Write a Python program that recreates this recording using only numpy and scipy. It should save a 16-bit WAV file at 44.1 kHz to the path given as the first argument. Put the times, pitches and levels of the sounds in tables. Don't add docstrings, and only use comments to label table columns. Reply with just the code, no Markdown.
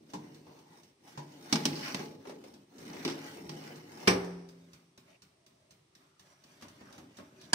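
import sys
import numpy as np
from scipy import signal
from scipy.fft import rfft, irfft
from scipy.io import wavfile

SR = 44100
rng = np.random.default_rng(int(sys.argv[2]) if len(sys.argv) > 2 else 0)


def transcribe(signal):
    frames = np.atleast_2d(signal).T
    limited = np.clip(frames, -1, 1)
    pcm = np.round(limited * 32767).astype(np.int16)
    wavfile.write(sys.argv[1], SR, pcm)


N = 332514
RING_TIME = np.arange(SR) / SR

# start in seconds, level in dB, bass shelf in dB, treble shelf in dB,
# crack t60 in seconds (longer in the bass), tail in dB below or above the crack, ring in dB re the level,
# boom centre in Hz.
RACK_BUMPS = [(0.135, -40.5, 6.5, 2, 0.15, -12, -5.5, 268), (0.466, -61, -6, -9, 0.044, 6, -9, 403),
              (1.175, -45, -2, -3.5, 0.17, -10, -0.5, 145)]
TRAY_KNOCKS = [(1.526, -24.5, -0.5, -0.5, 0.067, -13, -8, 215),
               (1.556, -34.5, -18, -12.5, 0.06, -23, -12, 200), (1.6538, -28, -4.5, 1, 0.038, -17, -9, 282),
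               (1.945, -36, -9, -8.5, 0.041, -17.5, -11.5, 160),
               (3.050, -33.5, -3, -7.5, 0.044, -13.5, -8.5, 352.7),
               (3.077, -38, -10.5, -16, 0.13, -14, -11.5, 340),
               (3.098, -42.5, -6.5, -13.5, 0.14, -12.5, -13, 360),
               (3.493, -47, -19, -8.5, 0.055, -14, 0, 155)]
# start in seconds, level in dB, bass shelf in dB,
# treble shelf in dB, crack t60 in seconds (longer in the bass), tail in dB re the crack, ring in dB re the level.
WIRE_BUMPS = [(1.993, -42, -2, -7, 0.088, -7, -2), (2.253, -52, -21, -15, 0.097, -16, -16),
              (2.271, -47.5, 2, -2, 0.15, -6, -5), (2.295, -47.5, -9.5, -10, 0.16, -19, -14),
              (2.360, -58.5, 4, -9, 0.087, -9, -11), (2.439, -52.5, -4, 4, 0.12, -18, -17),
              (2.785, -62, 1, -4, 0.087, -18, -14), (2.935, -49.5, 0, 4, .06, -1, -6),
              (3.313, -59, -15, 16, .06, 1, -16), (3.638, -56, -8, 9, 0.071, -7, -20)]
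BACK_STOP = [(4.074, -22, -1, 3, 0.18, -11, -3.5), (4.0778, -23.5, -6, -2, 0.029, -20, -22)]
HINGE_JOLTS = [(4.975, -69.5, 12, -6, 0.045, -18, 3.5), (6.611, -62, -4, 7, .1, -15, -25.5),
               (6.623, -50, -2, -1.5, 0.14, -10, -28), (6.646, -59.5, 1, -10, 0.071, -10, -12),
               (6.809, -53.5, 5, -12, 0.15, -6, -16), (6.980, -52.5, 5.5, 6, 0.1, -9.5, -17),
               (6.997, -58.5, 1, -15, .07, -2.5, -17), (7.179, -64, 2, -3, .1, -10, -23),
               (7.186, -52.5, -1.5, -7, 0.076, -11, -2), (7.198, -54, 1, -18, 0.06, -14, -2),
               (7.222, -64, 2, -10, .09, -6, 5.5)]
DOOR_SHUT = [(7.526, -57.5, 6, -28, 0.12, -4, 4.5), (7.5318, -22, -2.5, -2, 0.065, -3, -33)]

# frequency in Hz, relative level in dB, t60 in seconds.
RACK_MODES = [(145.6, -0.5, 0.49), (205, -14, .4), (302.4, -5.5, 0.58), (398, -17, .45), (635, -11, 0.4),
              (840, 0, .25), (946, 3, 0.19), (990, -3, 0.12), (1590, -16, 0.3)]
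# frequency in Hz, relative level in dB, t60 in seconds.
TRAY_MODES = [(152.6, -3.5, 0.66), (187.6, -3.5, 0.25), (246, -2, 0.08), (277, -5, 0.75),
              (349.1, -3.5, 0.3), (406, -8.5, 0.16), (438, -8.5, 0.56), (461, -13, 0.6), (641, -17.5, .6),
              (823, -6.5, 0.64), (856, -10.5, 0.73), (1060, -13, .2), (1910, -11, .15), (2280, -6.5, 0.16),
              (2630, -14, 0.2), (4130, -17, 0.15), (5250, -19, .18), (5670, -1, 0.02), (5940, -6.5, 0.037)]
# frequency in Hz, relative level in dB, t60 in seconds.
SHELL_MODES = [(71, -14.5, 0.5), (115.3, -9, 0.45), (183, -3.5, 0.25), (272, -5.5, 0.35), (378, 4, 0.18),
               (375, -8, .55), (390.5, -3.5, 0.85), (505, -7.5, 0.6), (648, -14, 0.55), (690, -14.5, .55),
               (820, -4, 0.35), (1070, -2.5, 0.2), (1205, -2, 0.22), (1570, -18.5, 0.18),
               (1745, -11.5, .25), (1976, -7, 0.2), (2360, -1.5, 0.19), (2450, -8.5, 0.11),
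               (2600, -11.5, .22), (3060, -6, 0.15), (4200, -12.5, 0.27), (5000, -15, 0.26),
               (5640, -8, 0.19)]
# frequency in Hz, relative level in dB, t60 in seconds.
HINGE_MODES = [(243, 0, 0.14), (288, 6, 0.15), (383.3, 1, 0.35), (573, 8, 0.06), (633, -5, 0.25),
               (878, -1, 0.12), (1090, -3.5, 0.16), (1490, -12, 0.091), (1790, -12, 0.11)]
# frequency in Hz, relative level in dB, t60 in seconds.
RAIL_MODES = [(1120, -6.5, .03), (1600, -4.5, .02), (1870, -2, 0.025), (2114, 2, 0.039),
              (2570, -2.5, 0.025), (3000, -3.5, .02), (4260, -1, .018), (4600, 1, 0.018),
              (5060, -0.5, 0.018), (5640, -2, 0.018), (5880, -1, 0.02)]
# frequency in Hz, relative level in dB, t60 in seconds.
TICK_MODES = [(3900, -2, 0.02), (4540, -1, .03), (5720, 4, 0.02)]
# settled frequency in Hz, relative level in dB, t60 in seconds.
PANEL_MODES = [(167.4, -5, 1.3), (170.7, -14, 1.1), (256, -19, 1.6)]
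PANEL_DB, PANEL_SAG, PANEL_SAG_S = -26, 0.12, 0.34

# frequency in Hz, relative level in dB per Hz.
RACK_SPECTRUM = [(30, -35), (100, -30.5), (145, -9.5), (300, -11.5), (500, -14), (750, -17.5), (950, -3),
                 (1200, -21), (3000, -24), (6000, -21.5), (7500, -30), (11000, -41), (15000, -46)]
# frequency in Hz, relative level in dB per Hz.
TRAY_SPECTRUM = [(30, -38.5), (105, -31), (155, -9), (250, -6.5), (400, -13), (600, -18), (1000, -16.5),
                 (1500, -20.5), (3000, -16), (5800, -11), (7000, -24.5), (8300, -22.5), (11500, -37.5),
                 (15000, -33)]
# frequency in Hz, relative level in dB per Hz.
WIRE_SPECTRUM = [(30, -37), (100, -22), (160, -10), (260, -1), (380, 5), (520, -1.5), (680, -10),
                 (1100, -11.5), (1450, -19.5), (2300, -18), (3500, -21.5), (5800, -23.5), (7200, -30.5),
                 (15000, -42)]
# frequency in Hz, relative level in dB per Hz.
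SHELL_SPECTRUM = [(30, -30), (70, -15.5), (120, -13), (200, -9.5), (370, 2), (600, -6.5), (1200, -10),
                  (2200, -10.5), (3650, -18), (4700, -14.5), (5900, -11), (6900, -36), (8000, -22),
                  (9500, -28.5), (12000, -38.5), (15000, -37)]
# frequency in Hz, relative level in dB per Hz.
SCRAPE_SPECTRUM = [(24, -71), (40, -36), (96, -18.5), (143, -4.5), (179, -4.5), (273, -1), (400, -5.5),
                   (548, -12.5), (838, -9.5), (1520, -15), (2160, -16), (3140, -18), (4400, -18),
                   (5800, -18.5), (7200, -27.5), (8500, -27.5), (11500, -34.5), (15500, -30.5)]
# frequency in Hz, relative level in dB per Hz.
HINGE_SPECTRUM = [(30, -35), (90, -6), (150, -5.5), (250, 1.5), (450, -10.5), (950, -9.5), (2000, -12.5),
                  (4000, -17.5), (6000, -16), (7200, -23.5), (15000, -33.5)]
# frequency in Hz, relative level in dB per Hz.
DOOR_SPECTRUM = [(30, -44), (90, -17), (140, -7), (250, 13), (380, -21), (950, 4), (1200, -9), (1560, 6),
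                 (2100, -7), (3000, 0), (3800, -10), (4400, 1.5), (6400, -5), (9000, -6), (10800, -18),
                 (12500, -27)]
# frequency in Hz, relative level in dB per Hz.
TIMER_SPECTRUM = [(40, -20.5), (130, 10.5), (400, 1), (1000, -2.5), (3200, -2), (4500, 0.5), (5900, 1.5),
                  (7000, -5.5), (8500, -6), (11000, -15), (15000, -14)]
# frequency in Hz, relative level in dB per Hz.
KITCHEN_SPECTRUM = [(18, -51), (30, -24), (148, 2), (230, -15.5), (389, -0.5), (455, -14), (1260, -14.5),
                    (1440, -23.5), (1910, -16), (5890, -20), (7080, -26), (8280, -21.5), (11600, -33),
                    (13300, -53.5), (15500, -58)]

# time in seconds,
# rasp in dB from its speed, rumble in dB from its weight on the rails.
PUSHES = [
    [(0, -78.5, -54), (0.1, -68, -62.5), (0.3, -64.5, -52.5), (0.44, -71, -58.5), (0.55, -64.5, -58),
     (0.66, -71, -62.5), (0.77, -63, -61), (0.93, -78, -72)],
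    [(1.035, -73, -66), (1.08, -57, -65.5), (1.18, -64, -59.5), (1.37, -63.5, -58), (1.5, -51.5, -54.5),
     (1.73, -52, -40.5), (1.87, -42.5, -48), (2.0, -46.5, -46.5), (2.15, -66, -50)],
    [(2.19, -71.5, -52), (2.3, -58, -62), (2.38, -70, -54), (2.48, -61.5, -56), (2.64, -76.5, -61.5)],
    [(2.71, -71.5, -62.5), (2.8, -56.5, -50), (2.94, -53, -47.5), (3.04, -51.5, -48.5),
     (3.16, -52.5, -49.5), (3.33, -53, -53), (3.45, -60.5, -47.5), (3.68, -53.5, -50.5), (3.85, -62.5, -53),
     (3.94, -55, -51.5), (4.07, -51.5, -51)],
]
JUDDER_DB, JUDDER_PER_S = 0.5, 30
PATCH_DB, PATCH_HZ, PATCH_S = 4.5, 120, 0.025
# time in seconds, relative rasp in dB, relative rumble in dB.
DOOR_SWING = [(6.42, -69.5, -73), (6.5, -63, -64.5), (6.78, -62.5, -60.5), (6.95, -58.5, -60),
              (7.09, -69.5, -57.5), (7.16, -63, -67), (7.3, -67, -60.5), (7.43, -61.5, -57),
              (7.51, -61.5, -56)]
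# middle in seconds, length in seconds,
# relative rasp in dB, relative rumble in dB.
RUSTLES = [(4.69, 0.39, -68.5, -63), (5.108, 0.14, -64.5, -66), (5.61, 0.38, -76.5, -72.5),
           (6.038, 0.19, -70, -71.5), (6.293, 0.2, -64.5, -70)]
# start in seconds, length in seconds,
# first frequency in Hz, last frequency in Hz, width in Hz, level in dB.
SCUFFS = [(0.418, 0.45, 850, 936, 200, -67.5), (1.706, .24, 4720, 5250, 1400, -48),
          (1.81, .13, 2047, 2280, 700, -48), (2.871, 0.21, 1154, 1505, 1000, -58),
          (2.94, 0.14, 2000, 2260, 800, -57), (3.608, 0.15, 2036, 2330, 800, -60.5),
          (5.054, 0.13, 645, 634, 91, -69), (5.055, 0.13, 2250, 2540, 700, -70),
          (5.274, 0.57, 656, 619, 70, -75.5), (5.855, 0.6, 1270, 1324, 260, -78),
          (6.777, 0.11, 1790, 1920, 80, -69), (6.829, 0.16, 1650, 1246, 750, -64),
          (6.811, 0.074, 248, 253, 50, -70), (6.882, 0.17, 900, 855, 220, -65),
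          (6.892, 0.151, 570, 506, 90, -64), (7.192, 0.063, 251, 235, 60, -63),
          (7.39, 0.087, 4060, 4020, 1400, -62.5)]

FIRST_TICK_S, TICK_PERIOD_S = 0.1014, 0.243745
# time in seconds, relative level in dB.
TICK_LEVEL = [(0, -52.5), (1.4, -57), (2.5, -51), (3.5, -49), (4.5, -49.5), (5.9, -52.5), (6.4, -52),
              (7.0, -49)]
TICK_ACCENTS = [-1, 0, -2.5, 0]

# frequency in Hz, t60 in seconds.
CAVITY = [(80, 0.24), (350, 1), (1000, 0.72), (2500, 0.44), (6000, 0.17), (15000, 0.46)]
# frequency in Hz, coherence from -1 to 1.
SAME = [(30, 0.93), (70, .94), (150, 1), (300, 0.96), (450, 0.44), (700, 0.17), (1400, -0.13),
        (4000, -0.008), (15000, 0.26)]
# frequency in Hz, difference in dB.
LEAN = [(100, -0.5), (500, 1), (1400, 1), (2800, -1), (4600, -2), (6300, -6), (8500, 7.5), (13000, -2)]
EDGE_HZ = 15700


def tray_blows():
    return (knocks(RACK_BUMPS, RACK_SPECTRUM, RACK_MODES, boom_db=5, boom_octaves=0.4)
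            + knocks(TRAY_KNOCKS, TRAY_SPECTRUM, TRAY_MODES, boom_db=9, boom_octaves=0.4)
            + blows(WIRE_BUMPS, WIRE_SPECTRUM, TRAY_MODES)
            + blows(BACK_STOP, SHELL_SPECTRUM, SHELL_MODES, ripple_db=3.5))


def knocks(rows, spectrum, modes, boom_db, boom_octaves):
    out, hz = 0, np.geomspace(30, 15000, num=120)
    for *blow, boom_hz in rows:
        crowd = np.c_[hz, read(spectrum, hz)]
        clear = np.array(modes, float)
        for table in crowd, clear:
            octaves_off = np.log2(table[:, 0] / boom_hz)
            table[:, 1] += boom_db * np.exp(-(octaves_off / boom_octaves) ** 2)
        out = out + blows([blow], crowd, clear)
    return out


def blows(rows, spectrum, modes, ripple_db=3.0):
    out, attack = np.zeros((2, N)), round(.03 * SR)
    for s, db, bass_db, treble_db, crack_t60, tail_db, ring_db in rows:
        spot = at_spot(clatter(max(crack_t60, .005), tail_db), ripple_db)
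        body = colour(spot, spectrum, bass_db, treble_db)
        body = body / body[:, :attack].std()
        add(out, s, amp(db) * (body + amp(ring_db) * ring(modes)))
    return out


def panel():
    out = np.zeros((2, N))
    boom = ring(PANEL_MODES, sag=PANEL_SAG, sag_s=PANEL_SAG_S)
    add(out, BACK_STOP[0][0], amp(PANEL_DB) * boom)
    return out


def tray_slide():
    pushes = sum(stroke(push) for push in PUSHES)
    levels = rub_levels(pushes, hiss_db=-4.0, hiss_growth=0.9)
    scrape = friction(levels, SCRAPE_SPECTRUM, TRAY_MODES, slips_per_s=380, spread_db=2.5, ring_db=-7.5,
                      tail_db=-10.5, catch_db=7.5, catches_per_s=8.4, ripple_db=7)
    scrape = grating(scrape, PATCH_DB, PATCH_HZ, PATCH_S, steady_hz=400)
    rattle = chatter(pushes, db=-49.5, growth=1.83, slips_per_s=59)
    return (scrape + rattle) * amp(JUDDER_DB * wander(JUDDER_PER_S))


def friction(levels, spectrum, modes, slips_per_s, spread_db, ring_db, tail_db, catch_db, catches_per_s,
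             ripple_db, count=4):
    load = np.array([amp(catch_db * wander(catches_per_s)) for _ in range(count)])
    rub = 0
    for share in load / np.linalg.norm(load, axis=0):
        size = amp(spread_db * np.minimum(rng.exponential(1, N), 4)) * rng.choice([-1, 1], N)
        slips = share * size * (rng.random(N) < slips_per_s / SR)
        spot = at_spot(clatter(0.044, tail_db), ripple_db)
        metal = evened(colour(spot, spectrum)) + amp(ring_db) * evened(ring(modes))
        rub = rub + convolve(slips, metal)
    out = 0
    for band, gain in zip([(50, 550), (550, 3200), (3200, 16000)], levels):
        sos = signal.butter(3, band, "bandpass", fs=SR, output="sos")
        out = out + evened(signal.sosfilt(sos, rub)) * gain
    return out


def grating(x, patch_db, patch_hz, patch_s, steady_hz=700):
    hz, _, z = signal.stft(x, SR, nperseg=512, noverlap=384)
    steps = [max(patch_hz / hz[1], 1), max(patch_s * SR / 128, 1)]
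    field = rng.standard_normal(z.shape[1:])
    for axis, step in enumerate(steps):
        field = signal.filtfilt([1], [1, -np.exp(-1 / step)], field, axis=axis, padtype="even")
    depth_db = patch_db * hz[:, None] ** 2 / (hz[:, None] ** 2 + steady_hz ** 2)
    z = z * amp(depth_db * np.tanh(field / np.median(abs(field)) / 2))
    return signal.istft(z, SR, nperseg=512, noverlap=384)[1][:, :N]


def chatter(gains, db, growth, slips_per_s, hard_push_db=-45):
    force = (np.sqrt(gains.prod(0)) / amp(hard_push_db)) ** growth
    slips = rng.random(N) < slips_per_s / SR
    out = sum(convolve(slips * rng.standard_normal(N), ring([mode])) for mode in RAIL_MODES)
    return amp(db) * force * evened(out)


def stroke(curve, start_s=0.055, stop_s=0.023):
    t, (s, *levels) = np.arange(N) / SR, np.transpose(curve)
    moving = np.interp(t, [s[0] - start_s, s[0], s[-1], s[-1] + stop_s], [0, 1, 1, 0])
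    return moving * amp([np.interp(t, s, db) for db in levels])


def rub_levels(gains, hiss_db, hiss_growth, usual_db=-60):
    rasp, rumble = gains
    hiss = amp(usual_db + hiss_db) * (rasp / amp(usual_db)) ** hiss_growth
    return rumble, rasp, hiss


def door_blows():
    jolts = blows(HINGE_JOLTS, HINGE_SPECTRUM, HINGE_MODES)
    return jolts + blows(DOOR_SHUT, DOOR_SPECTRUM, SHELL_MODES)


def door_swing():
    gains = stroke(DOOR_SWING) + sum(rustle(*row) for row in RUSTLES)
    levels = rub_levels(gains, hiss_db=-3.5, hiss_growth=0.93)
    swing = friction(levels, HINGE_SPECTRUM, HINGE_MODES, slips_per_s=700, spread_db=3.0, ring_db=-8.0,
                     tail_db=-10.5, catch_db=5.0, catches_per_s=8.0, ripple_db=6.0)
    return amp(-3.0) * grating(swing, patch_db=4.5, patch_hz=120, patch_s=0.021)


def rustle(middle, length, rasp_db, rumble_db, ends_db=-12):
    from_middle = (np.arange(N) / SR - middle) / (length / 2)
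    return amp([[rasp_db], [rumble_db]]) * amp(ends_db * from_middle ** 2)


def scuffs(grain_db=3.0, grains_per_s=80):
    out = np.zeros((2, N))
    for s, length, first_hz, last_hz, width_hz, db in SCUFFS:
        size = round(length * SR)
        turns = np.cumsum(np.linspace(first_hz, last_hz, size)) / SR
        noise = rng.standard_normal((2, size)) + 1j * rng.standard_normal((2, size))
        slips = noise * amp(grain_db * wander(grains_per_s, size))
        narrow = signal.sosfilt(signal.butter(2, width_hz / 2, fs=SR, output="sos"), slips)
        gliding = (narrow * np.exp(2j * np.pi * turns)).real
        add(out, s, amp(db) * evened(gliding) * signal.windows.tukey(size, .5))
    return out


def timer(db, rebound_s, rebound_db, uneven_db=-0.5, ripple_db=4, ping_db=15):
    pallets = [colour(clatter(crack_t60=0.089, tail_db=-5.5), TIMER_SPECTRUM) for _ in range(2)]
    out = np.zeros((2, N))
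    for k, s in enumerate(np.arange(FIRST_TICK_S, N / SR, TICK_PERIOD_S)):
        level = db + np.interp(s, *np.transpose(TICK_LEVEL)) + TICK_ACCENTS[k % len(TICK_ACCENTS)]
        level = level + uneven_db * rng.standard_normal()
        body = evened(at_spot(pallets[k % 2], ripple_db))
        click = amp(level) * (body + amp(ping_db) * ring(TICK_MODES))
        add(out, s, click)
        rebound_at = s + rebound_s * np.exp(0.27 * rng.standard_normal())
        add(out, rebound_at, amp(rebound_db) * click)
    return out


def kitchen(db):
    hz, z = noise_pair(N)
    return amp(db) * evened(irfft(z * amp(read(KITCHEN_SPECTRUM, hz)), N))


def clatter(crack_t60, tail_db, rise_cycles=0.11, rise_s=0.00016, slow_hz=250, room_db=-15, room_t60=1.0):
    t, centres = RING_TIME, np.geomspace(80, 15000, num=7)
    hz, z = noise_pair(SR)
    room = amp(tail_db + room_db - 60 * t / room_t60)
    out = 0
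    for centre, share in zip(centres, np.eye(len(centres))):
        band = irfft(z * read(np.c_[centres, share], hz), SR)
        crack = amp(-60 * t / (crack_t60 * (1 + slow_hz / centre)))
        cavity = amp(tail_db - 60 * t / read(CAVITY, centre))
        rise = 1 - np.exp(-t / (rise_s + rise_cycles / centre))
        out = out + band * rise * np.sqrt(crack ** 2 + cavity ** 2 + room ** 2)
    return out


def ring(modes, rise_cycles=0.4, sag=0, sag_s=1):
    hz, db, t60 = np.transpose(modes)[:, :, None]
    offset = rng.choice([-.5, .5], hz.shape) * np.arccos(np.clip(read(SAME, hz), -1, 1))
    cycles = hz * (RING_TIME + sag * sag_s * (1 - np.exp(-RING_TIME / sag_s)))
    rise = 1 - np.exp(-cycles / rise_cycles)
    fade = rng.choice([-1, 1], hz.shape) * amp(db - 60 * RING_TIME / t60) * rise
    return np.array([(fade * np.sin(2 * np.pi * cycles + side * offset)).sum(0) for side in (-1, 1)])


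def at_spot(x, ripple_db):
    hz = np.arange(500, 16000, 110)
    ripple = np.r_[0, rng.uniform(-1, 1, len(hz) - 1)]
    return colour(x, np.c_[hz, ripple_db * ripple])


def colour(x, spectrum, bass_db=0, treble_db=0, bass_hz=480, treble_hz=3200):
    hz = np.fft.rfftfreq(4096, 1 / SR)
    bass = bass_db / (1 + (hz / bass_hz) ** 4)
    treble = treble_db * hz ** 2 / (hz ** 2 + treble_hz ** 2)
    db = read(spectrum, hz) + bass + treble
    log_gain = np.log(amp(np.r_[db, db[-2:0:-1]]))
    return convolve(x, np.fft.ifft(np.exp(np.conj(signal.hilbert(log_gain)))).real)


def noise_pair(size):
    hz = np.fft.rfftfreq(size, 1 / SR)
    a, b = rfft(rng.standard_normal((2, size)))
    same = np.clip(read(SAME, hz), -1, 1)
    return hz, np.array([a, same * a + np.sqrt(1 - same ** 2) * b])


def wander(per_s, size=N):
    hz = np.fft.rfftfreq(size, 1 / SR)
    return evened(irfft(rfft(rng.standard_normal(size)) / (1 + (hz / per_s) ** 4), size))


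def amp(db):
    return 10 ** (np.asarray(db) / 20)


def evened(x):
    return x / np.sqrt(np.mean(x ** 2) + 1e-20)


def read(points, hz):
    f, value = np.transpose(points)
    return np.interp(np.log(hz + 1), np.log(f + 1), value)


def add(mix, s, sound):
    part = mix[:, max(round(s * SR), 0):][:, :sound.shape[1]]
    part += sound[:, :part.shape[1]]


def convolve(x, response):
    return signal.fftconvolve(np.atleast_2d(x), np.atleast_2d(response), axes=1)[:, :x.shape[-1]]


def scene():
    tray = tray_blows() + panel() + tray_slide()
    door = door_blows() + door_swing()
    ticking = timer(db=-23.0, rebound_s=0.001, rebound_db=-10.0)
    return tray + door + scuffs() + ticking + kitchen(db=-71.0)


def record(dry, low_cut_hz=45):
    hz = np.fft.rfftfreq(2 * N, 1 / SR)
    lean = amp(np.outer([.5, -.5], read(LEAN, hz)))
    heard = irfft(rfft(dry, 2 * N) * lean)[:, :N]
    heard = signal.sosfilt(signal.butter(2, low_cut_hz, "highpass", fs=SR, output="sos"), heard)
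    band_limit = signal.firwin(401, EDGE_HZ, window=("kaiser", 8), fs=SR)
    return signal.oaconvolve(heard, band_limit[None], "same")


dry = scene()
out = record(dry)
transcribe(out)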